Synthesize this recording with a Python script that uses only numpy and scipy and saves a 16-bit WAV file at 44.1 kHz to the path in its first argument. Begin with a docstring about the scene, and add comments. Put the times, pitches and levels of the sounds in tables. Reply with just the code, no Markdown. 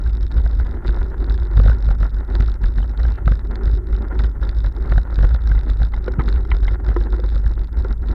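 """A fast, ticking judder over rumbling tyres: a cobbled street, from a cased camera on the handlebar
of a bicycle towed by two dogs. The stones shake the mount about fifty times a second; right at the
microphone a loose joint ticks on the swings and the case clacks at the crest of the big ones.
Wind buffets the case; the tyres thud and set the frame tube humming. There is one faint squeak or
whine, perhaps from a dog, and in the second half the towing gear knocks now and then."""
import sys
import numpy as np
from scipy import signal
from scipy.fft import rfft, irfft
from scipy.io import wavfile
from scipy.ndimage import uniform_filter1d

SR = 44100
rng = np.random.default_rng(int(sys.argv[2]) if len(sys.argv) > 2 else 0)


def wav_out(sig):
    """Save sig, one row per channel (or a flat mono array), as 16-bit PCM at SR to the path in sys.argv[1]."""
    wavfile.write(sys.argv[1], SR, np.round(np.clip(np.atleast_2d(sig).T, -1, 1) * 32767).astype(np.int16))


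N = 358974
T = np.arange(N) / SR
LEAD_S = .006  # a contact buzzes this long before its impact
JOLT_DB = -27.5  # a middling jolt

# Jolts that throw the mount against its stop. Each row: time in seconds, relative level in dB.
JOLTS = [(0.064, -34), (0.367, -30.5), (0.462, -30), (0.598, -30), (0.892, -24.5), (1.307, -33.5),
         (1.577, -25.5), (1.599, -20.5), (1.639, -31), (1.66, -22), (1.682, -27), (1.697, -26),
         (1.888, -31.5), (1.911, -25.5), (2.009, -31), (2.03, -26), (2.407, -23.5), (2.429, -32.5),
         (2.484, -33), (2.641, -26.5), (2.784, -29.5), (3.001, -33), (3.052, -31.5), (3.278, -19),
         (3.32, -21.5), (3.679, -32), (4.243, -26.5), (4.923, -24.5), (4.958, -35), (4.98, -21.5),
         (5.189, -25), (5.21, -29), (5.232, -25), (5.249, -25.5), (5.347, -28.5), (5.518, -27.5),
         (5.819, -26), (5.835, -33), (6.282, -26), (6.55, -33), (6.631, -30.5), (6.889, -27.5),
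         (6.908, -35), (7.011, -30.5), (7.363, -31.5), (7.464, -31.5)]


def amp(db):
    """Decibels to gain."""
    return 10 ** (np.asarray(db) / 20)


def unit_rms(x):
    """x at an RMS level of 1."""
    return x / np.sqrt(np.mean(x ** 2) + 1e-20)


def at_level(x, db):
    """Scales a blow so that its loudest four milliseconds have the given level."""
    return amp(db) * x / np.sqrt(uniform_filter1d(x ** 2, size=176).max())


def gain_at(spectrum, hz):
    """Gain of a spectrum whose dB points are joined by straight lines over log frequency."""
    f, db = np.transpose(spectrum)
    return amp(np.interp(np.log(hz + 1), np.log(f + 1), db))


def add(mix, s, sound):
    """Mixes a sound in at s seconds."""
    part = mix[max(round(s * SR), 0):][:len(sound)]
    part += sound[:len(part)]


def noise(spectrum):
    """Steady noise of the given spectrum, at unit level."""
    gain = gain_at(spectrum, np.fft.rfftfreq(N, 1 / SR))
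    return unit_rms(irfft(rfft(rng.standard_normal(N)) * gain, N))


def drift(hz):
    """A random wander of unit size, up to about the given rate."""
    rolloff = 1 + (np.fft.rfftfreq(N, 1 / SR) / hz) ** 4
    return unit_rms(irfft(rfft(rng.standard_normal(N)) / rolloff, N))


def click(spectrum, size=2048):
    """A minimum-phase click of peak 1 with the given spectrum."""
    log_gain = np.log(gain_at(spectrum, abs(np.fft.fftfreq(size, 1 / SR))))
    pulse = np.fft.ifft(np.exp(np.conj(signal.hilbert(log_gain)))).real[:size // 2]
    return pulse / abs(pulse).max()


def ring(modes, scatter_db, detune, weights_db=0, size=4096):
    """Dying modes; each blow lands a little differently and shares its energy anew."""
    hz, db, t60 = np.transpose(modes)[:, :, None]
    t = np.arange(size) / SR
    share, shift = rng.standard_normal((2, len(modes), 1))
    sign = (-1) ** np.arange(len(modes))[:, None]
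    level = amp(db + np.reshape(weights_db, (-1, 1)) + scatter_db * share - 60 * t / t60)
    return (sign * level * np.sin(2 * np.pi * hz * (1 + detune * shift) * t)).sum(0)


def contact(chatter, rise_s, fall_s, size=768):
    """One blow of unit energy: the parts buzz as they meet, strike after LEAD_S, and chatter apart."""
    t = np.arange(size) / SR - LEAD_S
    buzz = rng.standard_normal(size) * np.exp(np.minimum(t / rise_s, -t / fall_s))
    force = chatter * buzz / np.linalg.norm(buzz)
    force[round(LEAD_S * SR)] += 1
    return force / np.linalg.norm(force)


def road_shaking(dip_db=-9, dip_s=.024):
    """Gain of the road's shaking: it dips over each smooth stone."""
    # Smooth stones under the wheel. Each entry: time in seconds.
    smooth_stones = [.82, 1.16, 1.49, 2.1, 2.26, 2.57, 2.95, 3.178, 3.409, 3.83, 4.351, 4.73, 5.059, 5.39,
                     6.78, 7.68, 7.96]
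    return amp(dip_db * sum(np.exp(-((T - s) / dip_s) ** 2) for s in smooth_stones))


def swing_power(t, db, rise_s=.039, fall_s=.039):
    """Power of the swing around one blow: a quick build-up to the crest at t = 0, then a free decay."""
    rise = np.clip(1 + t / rise_s, 0, 1)
    return (amp(db) * rise * np.exp(-np.maximum(t, 0) / fall_s)) ** 2


def mount_motion(road, hz=51.34, wander_cycles=.1, wobble_db=1, crest_lag_s=.0012):
    """Width and cycle count of the mount's swing: small stones keep it up, bumps and jolts widen it."""
    # Bumps in the paving. Each row: time in seconds, width of the swing in dB.
    bumps = [(0.15, -11.0), (0.22, -11.0), (0.38, -8.5), (0.55, -12.5), (1.02, -14), (1.21, -12.5),
             (1.419, -16), (1.509, -8.5), (1.581, -5.5), (1.668, -5.5), (1.86, -8.5), (2.15, -13.5),
             (2.35, -12.0), (2.83, -12), (3.081, -11.5), (3.65, -10.5), (3.739, -9.0), (3.931, -10),
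             (4.2, -9.5), (4.43, -10), (4.59, -12), (4.659, -10), (5.261, -8), (5.32, -10), (5.47, -8.5),
             (5.561, -8), (5.71, -7), (6.2, -13.5), (6.351, -8.5), (6.522, -9.5), (6.65, -11), (6.729, -9),
             (7.131, -10.5), (7.251, -10), (7.46, -11.5), (7.61, -14.5), (7.79, -9), (7.91, -14.5),
             (8.09, -18)]
    jolt_s, jolt_db = np.transpose(JOLTS)
    # Whole cycles between jolts put each jolt at a crest.
    marks = np.r_[0, jolt_s + crest_lag_s, T[-1]]
    cycles = np.r_[0, np.cumsum(np.round(np.diff(marks) * hz))]
    stray = wander_cycles * drift(12)
    turns = np.interp(T, marks, cycles - np.interp(marks, T, stray)) + stray
    jolts = zip(jolt_s, -9 + .25 * (jolt_db - JOLT_DB))  # the stop passes a quarter of each further dB
    coarse_t = T[::64]
    power = sum(swing_power(coarse_t - s, db) for s, db in [*jolts, *bumps])
    idle = amp(-18.5 + 3.5 * np.tanh(drift(15)))  # the small stones
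    swing = np.sqrt(np.interp(T, coarse_t, power) + idle ** 2)
    return road * swing * amp(wobble_db * drift(30)), turns


def judder(swing, turns, steep=.98, lopsided=.18):
    """The mount is a stiff spring: wide swings rise steeply and peak to one side."""
    angle = 2 * np.pi * turns
    steepened = np.cos(angle + steep * swing ** 2 * np.cos(angle))
    return swing * (steepened + lopsided * swing * np.cos(2 * angle))


def paving(swing, roll_db=-6.5, grit_db=-4.5, roll_follow=.03, grit_follow=.18):
    """Roll and grit in dB: the steady ride, louder when shaken, swelling over each rough patch."""
    # The ride between bumps. Each row: time in seconds, relative roll and grit levels in dB.
    ride = [(0.0, -38.5, -45), (1.45, -37, -46.5), (2.18, -38.5, -43.5), (3.44, -38, -47.5),
            (5.46, -39, -41.5), (5.71, -42, -46.5), (7.05, -36.5, -41.5), (7.46, -40.5, -47),
            (8.14, -34.5, -45.5)]
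    # Rough paving. Each row: middle and half-length in seconds, relative roll and grit levels in dB.
    patches = [(0.358, 0.073, -42.5, -42), (0.925, 0.53, -44.5, -46), (1.235, 0.16, -40.5, -45.5),
               (1.606, 0.36, -47, -45), (2.33, 0.15, -37.5, -42), (3.11, 0.35, -45, -47),
               (3.59, 0.28, -40.5, -46.5), (4.124, 0.44, -40.5, -46.5), (4.48, 0.15, -45, -47),
               (4.881, 0.13, -38.5, -39.5), (5.17, 0.2, -41, -47), (5.682, 0.072, -37.5, -48),
               (6.189, 0.24, -37.5, -44.5), (6.894, 0.11, -44, -40.5), (7.02, 0.13, -49, -55),
               (7.831, 0.23, -44.5, -45.5), (8.113, 0.16, -44.5, -47.5)]
    times, *columns = np.transpose(ride)
    roll, grit = (np.interp(T, times, column) for column in columns)
    shake = unit_rms(swing)
    power = np.array([amp(roll + roll_db) * shake ** roll_follow,
                      amp(grit + grit_db) * shake ** grit_follow]) ** 2
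    for s, half_s, *levels in patches:
        near = abs(T - s) < half_s
        power[:, near] += amp(levels)[:, None] ** 2 * np.cos(np.pi / 2 * (T[near] - s) / half_s) ** 4
    return 10 * np.log10(power)


def tyres(swing, road, roll_db=3, grit_db=-2, grains_per_s=170, lump_db=2, patter_db=3.5):
    """Rolling noise carried up the frame; it comes in lumps, stone by stone, with small rattles in it."""
    # The tyres' low roll and brighter grit. Each row: frequency in Hz, relative level in dB.
    roll_spectrum = [(60, -6.5), (130, -10), (230, 5.5), (300, 0), (370, 5), (410, -3.5), (500, -9.5),
                     (650, -16.5), (1000, -20.5), (2500, -61)]
    grit_spectrum = [(200, -5.5), (550, 6), (640, -1), (800, 5), (1000, 3), (1170, -2.5), (1400, 6),
                     (1550, -1), (1720, -1.5), (2050, -6), (2350, -20.5), (2800, -24.5), (4000, -27.5),
                     (6500, -47)]
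    roll, grit = paving(swing)
    stones = drift(28)
    grains = rng.standard_normal(N) * (rng.random(N) < grains_per_s / SR)
    rumble = road * amp(roll + roll_db + lump_db * stones) * noise(roll_spectrum)
    rattle = unit_rms(signal.oaconvolve(grains, click(grit_spectrum))[:N])
    return rumble + amp(grit + grit_db + patter_db * stones) * (noise(grit_spectrum) + rattle)


def wind(swing, db=-26, follow=.24):
    """Low buffeting on the case around the microphone, stronger when it is shaken."""
    # Wind on the case. Each row: frequency in Hz, relative level in dB.
    spectrum = [(5, -22), (12, -11.5), (22, 9), (35, 1.5), (50, -5), (70, 2.5), (100, -6), (140, -12.5),
                (200, -20), (400, -36), (1000, -84.5)]
    return amp(db) * unit_rms(swing ** follow) * noise(spectrum)


def hiss(db=-72):
    """A faint, even noise floor."""
    # Nearly white hiss. Each row: frequency in Hz, relative level in dB.
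    spectrum = [(100, 4), (3000, 4), (4600, 0), (6000, 2.5), (10000, 2.5), (15500, 2.5)]
    return amp(db) * noise(spectrum)


def swing_hits(swing, turns, place, slack, growth, scatter_db, jitter):
    """One impulse a cycle at a given place in the swing, if it is wide enough to take up the slack."""
    late, force, play = rng.uniform(-.9, 1, (int(turns[-1]), 3)).T
    at = np.searchsorted(turns, np.arange(len(late)) + place + jitter * late).clip(0, N - 1)
    strikes = swing[at] > slack * amp(4 * play)
    hits = np.zeros(N)
    hits[at] = swing[at] ** growth * amp(scatter_db * force) * strikes
    return hits


def loose_joint(swing, turns, tick_db=-28, snap_db=-5, strays_per_s=18):
    """The plastic joint ticks on the way out, now and then on the way back, and sometimes snaps hard."""
    # A light tick and a hard snap, close up. Each row: frequency in Hz, relative level in dB.
    tick_spectrum = [(200, -22.5), (1400, 2.5), (2200, -7), (2750, -10.5), (3200, -14.5), (3780, 6),
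                     (4080, -2.5), (4480, -8.5), (5250, -1), (5800, -15), (6500, -25.5), (7500, -21),
                     (9500, -32), (16000, -40)]
    snap_spectrum = [(200, -28.5), (1600, 2.5), (2300, -7.5), (3100, -13), (3600, 2), (4200, -2.5),
                     (4800, -6.5), (5600, -29), (6400, -22.5), (7500, -24), (8500, -39), (16000, -48.5)]
    # Hard snaps of the joint. Each row: time in seconds, relative level in dB.
    snaps = [(0.316, -36.5), (0.668, -36.5), (0.8716, -34.5), (0.8802, -30), (1.298, -32), (1.5712, -34.5),
             (2.3532, -28), (2.637, -39), (2.674, -46), (2.778, -40), (2.818, -44), (2.975, -41),
             (3.259, -38), (3.5565, -32), (4.192, -30), (4.238, -33), (4.4923, -31), (4.8988, -35.5),
             (5.158, -34), (5.7, -31.5), (6.2883, -28), (6.327, -32), (7.038, -39), (7.29, -37),
             (7.348, -39), (7.471, -44), (7.645, -43.5), (8.086, -37)]
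    play = swing * amp(2 * np.tanh(drift(16)))  # it grips and works loose, so ticks come in bunches
    outward = swing_hits(play, turns, place=.7, slack=.1, growth=.55, scatter_db=6.5, jitter=.07)
    back = swing_hits(play, turns, place=.19, slack=.24, growth=.6, scatter_db=6, jitter=.08)
    strays = amp(-17 + 6 * rng.uniform(-1, 1, N)) * (rng.random(N) < strays_per_s / SR)
    hits = amp(tick_db) * (outward + .5 * back + strays)
    out, tick, snap = np.zeros(N), click(tick_spectrum), click(snap_spectrum)
    n = np.arange(len(tick))
    for i in np.flatnonzero(hits):
        hardness, pitch = rng.random(2)
        blend = tick + hardness ** 4 * (snap - tick)
        retuned = np.interp(n * (.955 + .09 * pitch), n, blend)
        scrape = contact(chatter=.55, rise_s=.00015, fall_s=.0003)
        add(out, i / SR - LEAD_S, hits[i] * signal.fftconvolve(scrape, retuned))
    for s, db in snaps:
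        scrape = contact(chatter=.87, rise_s=.00027, fall_s=.0014)
        add(out, s - LEAD_S, at_level(signal.fftconvolve(scrape, snap), db + snap_db))
    return out


def tyre_thuds(thud_db=3, hz=128, swell_s=.0036, ahead_s=.0078, harden=.2, drop_s=6.1845, drop_db=-12):
    """The tyre bottoms on a stone just ahead of each jolt: a soft dip and kick, heavier on hard ones."""
    out, t = np.zeros(N), T[:2048]
    push = -t * np.exp(-t / swell_s) * np.sin(2 * np.pi * hz * t)
    for s, db in JOLTS:
        add(out, s - ahead_s, at_level(push, db + thud_db + harden * (db - JOLT_DB)))
    add(out, drop_s, at_level(push, drop_db))  # the wheel's deepest drop between stones
    return out


def case_clacks(swing, turns, body_db=-2, crest_db=-27.5, crack_db=-9, harden=.22):
    """The case strikes its stop at the crests: faintly on small swings, with a dry crack on jolts."""
    # The camera case ringing. 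Each row: frequency in Hz, relative level in dB, seconds to fall 60 dB.
    case_modes = [(192, -3, 0.024), (511, -7.5, 0.025), (754, -6.5, 0.014), (950, -9, 0.0037),
                  (1370, -5.5, 0.013), (1537, -4.5, 0.012), (1950, -12.5, 0.0096), (3020, -26, 0.012),
                  (3830, -27, 0.013)]
    # The crack of a hard jolt. Each row: frequency in Hz, relative level in dB.
    crack_spectrum = [(300, -6.5), (1500, 26.5), (2300, 3), (2800, 3), (4000, -5), (5500, -8),
                      (7000, -15.5), (11000, -22), (16000, -27)]
    out, crack = np.zeros(N), click(crack_spectrum)
    for s, db in JOLTS:
        force = contact(chatter=1.15, rise_s=.0008, fall_s=.0017)
        body = signal.fftconvolve(force, ring(case_modes, scatter_db=3.5, detune=.033))
        add(out, s - LEAD_S, at_level(body, db + body_db))
        force = contact(chatter=1.5, rise_s=.0005, fall_s=.0009)
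        edge = signal.fftconvolve(force, crack)
        add(out, s - LEAD_S, at_level(edge, db + crack_db + harden * (db - JOLT_DB)))
    crests = swing_hits(swing, turns, place=.91, slack=.14, growth=1.45, scatter_db=8.5, jitter=.087)
    for i in np.flatnonzero(crests):
        force = contact(chatter=3, rise_s=.002, fall_s=.0025)
        body = signal.fftconvolve(force, ring(case_modes, scatter_db=6, detune=.025, size=1024))
        add(out, i / SR - LEAD_S, crests[i] * at_level(body, crest_db))
    return out


def frame_hum(db=-41, hz=360, width_hz=48, lump_db=1.5):
    """Rolling noise caught in the frame tube's narrow resonance, swelling and fading on each stretch."""
    # Stretches where the tyres set the tube humming. Each row: start and end in seconds.
    stretches = [(.62, 1.68), (3.42, 4.14), (4.7, 4.95), (5.95, 7), (6.95, 7.25)]
    rolloff = 1 + ((np.fft.rfftfreq(N, 1 / SR) - hz) / width_hz) ** 2
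    tube = unit_rms(irfft(rfft(rng.standard_normal(N)) / rolloff, N))
    swell = sum(np.sqrt(np.maximum(1 - ((2 * T - a - b) / (b - a)) ** 2, 0)) for a, b in stretches)
    return amp(db + lump_db * drift(12)) * swell * tube


def squeak(start_s=3.09, length_s=.12, db=-61, hz=342, arch=.089, centre_hz=2700, width_hz=480):
    """One faint squeak or whine, perhaps from a dog: arching, unsteady partials through a resonance."""
    u = np.linspace(-1, 1, round(length_s * SR))
    pitch_hz = hz * (1 - arch * u ** 2 + .012 * drift(202)[:len(u)])
    angle = 2 * np.pi * np.cumsum(pitch_hz) / SR
    tone = sum(np.cos(k * angle) / (1 + ((k * hz - centre_hz) / width_hz) ** 2) for k in range(1, 14))
    out = np.zeros(N)
    add(out, start_s, amp(db) * unit_rms(tone) * (1 - u ** 2))
    return out


def gear_knocks(knock_db=-2, hollow_db=1, hollow_rise_s=.0013):
    """Blows of the towing gear on the frame, from hollow to bright according to where they land."""
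    # The knocks. Each row: time in seconds, relative level in dB, hollow ring's offset in dB,
    # its pitch in Hz, offsets of the low and of the bright modes in dB.
    knocks = [(4.114, -31.5, -17, 370, 1.5, -13), (4.195, -29.5, -14, 366, -4, -10),
              (5.937, -28.5, -24, 437, 6, 5.5), (6.079, -27.5, 8, 370, -3, -2),
              (6.137, -33.5, -13, 342, -8, -10), (6.194, -25.5, -1.5, 332, -7, -10),
              (6.198, -26, -16, 320, -1, -9), (6.209, -27, -18, 320, -2, -3.5),
              (6.45, -37.5, -18, 360, -4, 4), (6.516, -21, -19.5, 320, -3.5, 7),
              (6.681, -25.5, -21, 379.6, 2.5, 9), (6.963, -22, 3.5, 349, 4, 1),
              (7.193, -40.5, 13, 372.6, 0, -14), (7.237, -33.5, 0.5, 369, 3, -13),
              (7.847, -30.5, 3.5, 386, -1, -14)]
    # The frame ringing. Each row: frequency in Hz, relative level in dB, seconds to fall 60 dB.
    frame_modes = [(855, -2, 0.02), (1016, -4.5, 0.03), (1342, -2.5, 0.018), (1557, -4, 0.012),
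                   (1873, -1.5, 0.011), (2116, -4, 0.011), (3100, -13.5, 0.0069), (4070, -24, 0.0096)]
    # The hollow ring. Each row: multiple of its pitch, relative level in dB, seconds to fall 60 dB.
    hollow_modes = [(0.999, 0, 0.1), (1.35, 2, 0.041)]
    out = np.zeros(N)
    hz = np.transpose(frame_modes)[0]
    for s, db, hollow, pitch_hz, low, bright in knocks:
        weights_db = (hz < 1200) * low + (hz > 1750) * bright
        frame = ring(frame_modes, scatter_db=1.5, detune=.02, weights_db=weights_db)
        force = contact(chatter=1.4, rise_s=.002, fall_s=.004)
        add(out, s - LEAD_S, at_level(signal.fftconvolve(force, frame), db + knock_db))
        tube_modes = [(k * pitch_hz, level, t60) for k, level, t60 in hollow_modes]
        tube = ring(tube_modes, scatter_db=2.5, detune=.0019)
        tube *= 1 - np.exp(-T[:len(tube)] / hollow_rise_s)
        add(out, s, at_level(tube, db + hollow + hollow_db))
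    return out


def scene():
    """One microphone on the handlebar; nearly everything reaches it through the frame and the mount."""
    road = road_shaking()
    swing, turns = mount_motion(road)
    mount = judder(swing, turns) + loose_joint(swing, turns) + case_clacks(swing, turns)
    floor = hiss()
    bicycle = tyre_thuds() + gear_knocks() + tyres(swing, road) + frame_hum()
    return (mount + bicycle + squeak() + wind(swing) + floor)[None]


def record(dry, ceiling=.71, fade_s=.003, top_hz=15600):
    """The widest swings overload the camera's input; a steep low-pass then cuts the top treble."""
    clipped = np.clip(dry, -ceiling, ceiling)
    fade_out = np.minimum((T[-1] - T) / fade_s, 1)
    lowpass = signal.firwin(511, top_hz, window=("kaiser", 9), fs=SR)
    return signal.oaconvolve(clipped * fade_out, lowpass[None], "same")


dry = scene()
out = record(dry)
wav_out(out)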